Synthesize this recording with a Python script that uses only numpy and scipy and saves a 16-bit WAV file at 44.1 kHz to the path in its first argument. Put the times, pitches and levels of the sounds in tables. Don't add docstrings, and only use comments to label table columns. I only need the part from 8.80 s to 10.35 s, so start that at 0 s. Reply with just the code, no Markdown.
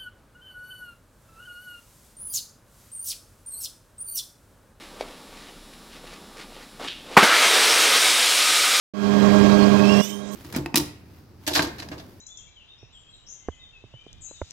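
import sys
import numpy as np
from scipy import signal
from scipy.fft import rfft, irfft
from scipy.io import wavfile
from scipy.ndimage import uniform_filter1d

SR = 44100
rng = np.random.default_rng(int(sys.argv[2]) if len(sys.argv) > 2 else 0)


def master(y):
    cut = np.clip(np.atleast_2d(y).T, -1, 1)
    pcm = np.round(cut * 32767)
    wavfile.write(sys.argv[1], SR, pcm.astype(np.int16))


N = 68355
T = np.arange(N) / SR
START_S, DROP_S, DROP_LENGTH_S = 0.1361, 1.213, 0.007


def amp(db):
    return 10 ** (np.asarray(db) / 20)


def unit(x):
    return x / np.sqrt(np.mean(abs(x) ** 2) + 1e-20)


def curve(points):
    return np.interp(T, *np.transpose(points))


def lowpass(x, cutoff_hz):
    hz = np.fft.rfftfreq(N, 1 / SR)
    return irfft(rfft(x) / (1 + (hz / cutoff_hz) ** 4), N)


def wander(rate_hz):
    return unit(lowpass(rng.standard_normal(N), rate_hz))


def noise(spectrum, patch_db):
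    _, _, cells = signal.stft(rng.standard_normal(N), SR, nperseg=1024, noverlap=768)
    patches = uniform_filter1d(rng.standard_normal(cells.shape), size=9, axis=0)
    patches = unit(uniform_filter1d(patches, size=7, axis=1))
    mottled = signal.istft(cells * amp(patch_db * patches), nperseg=1024, noverlap=768)[1][:N]
    hz, db = np.transpose(spectrum)
    colour = amp(np.interp(np.log(np.fft.rfftfreq(N, 1 / SR) + 1), np.log(hz), db))
    return unit(irfft(rfft(mottled) * colour, N))


def running(drop_db=0):
    # time_s, gain_db
    swell = [(.137, -22), (.18, -13.5), (.24, -7.5), (.32, -4.5), (.44, -1), (.6, 0), (.85, -0.5),
             (1.03, -1.5), (1.2, -1.5)]
    attack = np.clip((T - START_S) / 0.0035, 0, 1)
    drop = np.clip((T - DROP_S) / DROP_LENGTH_S, 0, 1)
    return attack * amp(curve(swell) + drop_db * drop)


def machine_tone(cycles, level_db, throb_depth, flutter_depth):
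    throb_hz, throb_peak_s, flutter_hz = 10.16, 0.544, 25
    throb = 1 + throb_depth * np.cos(2 * np.pi * throb_hz * (T - throb_peak_s) + 0.5 * wander(1))
    flutter = 1 + flutter_depth * (wander(flutter_hz) + 1j * wander(flutter_hz)) / np.sqrt(2)
    return amp(level_db) * unit((throb * flutter * np.exp(2j * np.pi * cycles)).real)


def drone():
    # multiple, level_db, throb_depth, flutter_depth
    orders = [(1, -11, 0.01, 0.06), (2, -19.5, 0, 0.1), (4, -34.5, 0.34, 0), (8, -31.5, 0, 0.21),
              (10, -51, 0, 0.1), (12, -44, 0, 0), (16, -37.5, 0, 0.03), (20, -44.5, 0.2, 0.34),
              (24, -45.5, 0.5, 0.2)]
    # pitch_hz, level_db, throb_depth, flutter_depth
    side_tones = [(97.1, -32.5, .1, 0.52), (130.3, -30.5, 0, 0.23), (300.3, -23, 0.24, 0.72),
                  (389.2, -27, 0.06, 0.83), (517.6, -33.5, 0, 0.23), (614.3, -24, 0.55, 0.37),
                  (693, -33, 0.14, 0.6), (909, -33.5, 0.09, 0.56), (1044, -32, 0, 1),
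                  (1106.7, -29.5, 1, 0.38), (1324, -54, 0, .8), (1405, -45, 0.2, 0.4)]
    shaft_hz, speed_drift = 202.6, 0.000718
    clock = np.cumsum(1 + speed_drift * wander(2.8)) / SR
    shaft = sum(machine_tone(multiple * shaft_hz * clock, *voice) for multiple, *voice in orders)
    return shaft + sum(machine_tone(hz * clock + rng.random(), *voice) for hz, *voice in side_tones)


def exhaust_roar():
    # frequency_hz, relative_db
    spectrum = [(20, -36), (33, -31), (45, -9.5), (85, -3), (160, -0.5), (250, 2.5), (350, -7), (480, -3),
                (700, -4), (870, -12), (1150, -8), (1600, -14.5), (2300, -15.5), (3200, -18.5), (5200, -21),
                (7000, -27), (8200, -31.5), (9800, -38.5), (12000, -39.5), (14500, -40), (15700, -43)]
    level_db, flicker_db, bass_start_db, bass_full_s = -20, 0.5, -9, 0.45
    roar = noise(spectrum, patch_db=1.5)
    bass = lowpass(roar, cutoff_hz=130)
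    bass_lag = np.clip((bass_full_s - T) / (bass_full_s - START_S), 0, 1) ** 0.5
    roar = roar - bass + bass * amp(bass_start_db * bass_lag)
    return roar * amp(level_db + flicker_db * wander(82))


def left_ear_noise():
    # frequency_hz, relative_db
    spectrum = [(30, -8), (100, 1), (220, 9.5), (700, 0), (2000, -2), (4000, -5.5), (6000, -12.5),
                (8300, -28), (10000, -18), (12500, -10.5), (15300, -12)]
    return noise(spectrum, patch_db=2) * amp(-51.5)


def air_rush():
    # frequency_hz, relative_db
    spectrum = [(800, -18), (2400, 2), (3500, 2), (4500, -4), (6300, 6), (8000, -1), (9400, -16),
                (10500, -29), (12700, -17), (15700, -23)]
    # time_s, level_db
    envelope = [(1.0, -45), (1.22, -35), (1.31, -34), (1.328, -43), (1.42, -56), (1.48, -41), (1.55, -45)]
    return noise(spectrum, patch_db=3) * amp(curve(envelope))


def whistle(pitch_hz, width_hz):
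    carrier = np.exp(2j * np.pi * np.cumsum(pitch_hz * np.ones(N)) / SR)
    breath = wander(width_hz / 2) + 1j * wander(width_hz / 2)
    return unit((breath * carrier).real)


def chirps():
    # peak_s, length_s, pitch_hz, level_db
    blips = [(.715, .08, 3790, -37), (.825, .048, 4330, -30), (.85, .08, 4900, -40),
             (.935, .07, 4220, -36.5)]
    return sum(whistle(hz, width_hz=150) * amp(db) * np.exp(-(2 * (T - peak_s) / length_s) ** 2)
               for peak_s, length_s, hz, db in blips)


def lead_whistle():
    # time_s, pitch_hz, level_db
    path = [(.9, 2400, -51), (.98, 2490, -30.5), (1.053, 2614, -27), (1.08, 2672, -29.5),
            (1.113, 2750, -17), (1.15, 2748, -25.5), (1.18, 2765, -26), (1.221, 2830, -28),
            (1.301, 3050, -59)]
    trim_db, jitter_hz, flutter_depth, flutter_hz = -1.5, 39.3, 0.46, 99
    times, hz, db = np.transpose(path)
    pitch = np.interp(T, times, hz) + jitter_hz * wander(flutter_hz)
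    tone = np.sin(2 * np.pi * np.cumsum(pitch) / SR)
    flutter = 1 + flutter_depth * wander(flutter_hz)
    return unit(tone * flutter) * amp(trim_db + np.interp(T, times, db, left=-np.inf, right=-np.inf))


def climbing_whistles():
    # peak_s, pitch_at_peak_hz, climb_hz_per_s, width_hz, level_db, rise_db_per_s, fall_db_per_s
    glides = [(1.2, 3380, 2000, 170, -32, 80, 110), (1.31, 3100, 1100, 190, -35, 90, 130),
              (1.46, 3830, 1900, 150, -49, 40, 60), (1.19, 5000, 2800, 300, -35, 70, 90),
              (1.125, 5430, 2500, 180, -29, 130, 100), (1.23, 5820, 4000, 300, -31, 200, 125),
              (1.19, 8600, 5000, 700, -42, 85, 90), (1.36, 9350, 300, 450, -50, 220, 120),
              (1.19, 11400, 6000, 900, -51, 60, 130), (1.2, 14250, 5000, 750, -45, 130, 220)]
    cluster = np.zeros(N)
    for peak_s, hz, climb, width_hz, db, rise, fall in glides:
        from_peak_s = T - peak_s
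        fade_db = np.maximum(-rise * from_peak_s, fall * from_peak_s)
        cluster += whistle(hz + climb * from_peak_s, width_hz) * amp(db - fade_db)
    return cluster


def hiss_spurts():
    # frequency_hz, relative_db
    spectrum = [(1000, -16), (3300, -1), (4500, -5), (6000, 0), (8500, 5.5), (10500, -6), (12500, 4.5),
                (14800, 2.5), (15700, -6)]
    # time_s, level_db
    envelope = [(1.1, -66), (1.218, -44), (1.234, -32.5), (1.26, -32), (1.274, -41), (1.298, -35),
                (1.322, -41.5), (1.4, -52.5), (1.49, -82), (1.52, -43.5), (1.55, -35.5)]
    return noise(spectrum, patch_db=3.5) * amp(curve(envelope))


def scene():
    machine = (drone() + exhaust_roar()) * running(drop_db=-18)
    bed = left_ear_noise() * running(drop_db=-27)
    air = air_rush() + chirps() + lead_whistle() + climbing_whistles() + hiss_spurts()
    right = machine + air * running()
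    left = bed + amp(-43.5) * right
    return np.array([left, right])


def record(dry):
    knee, ceiling, cutoff_hz = 0.7, 0.93, 15780
    body = np.clip(dry, -knee, knee)
    rounded = body + (ceiling - knee) * np.tanh((dry - body) / (ceiling - knee))
    high_cut = signal.firwin(511, cutoff_hz, window=("kaiser", 9), fs=SR)
    return signal.oaconvolve(rounded, high_cut[None], "same")


dry = scene()
out = record(dry)
master(out)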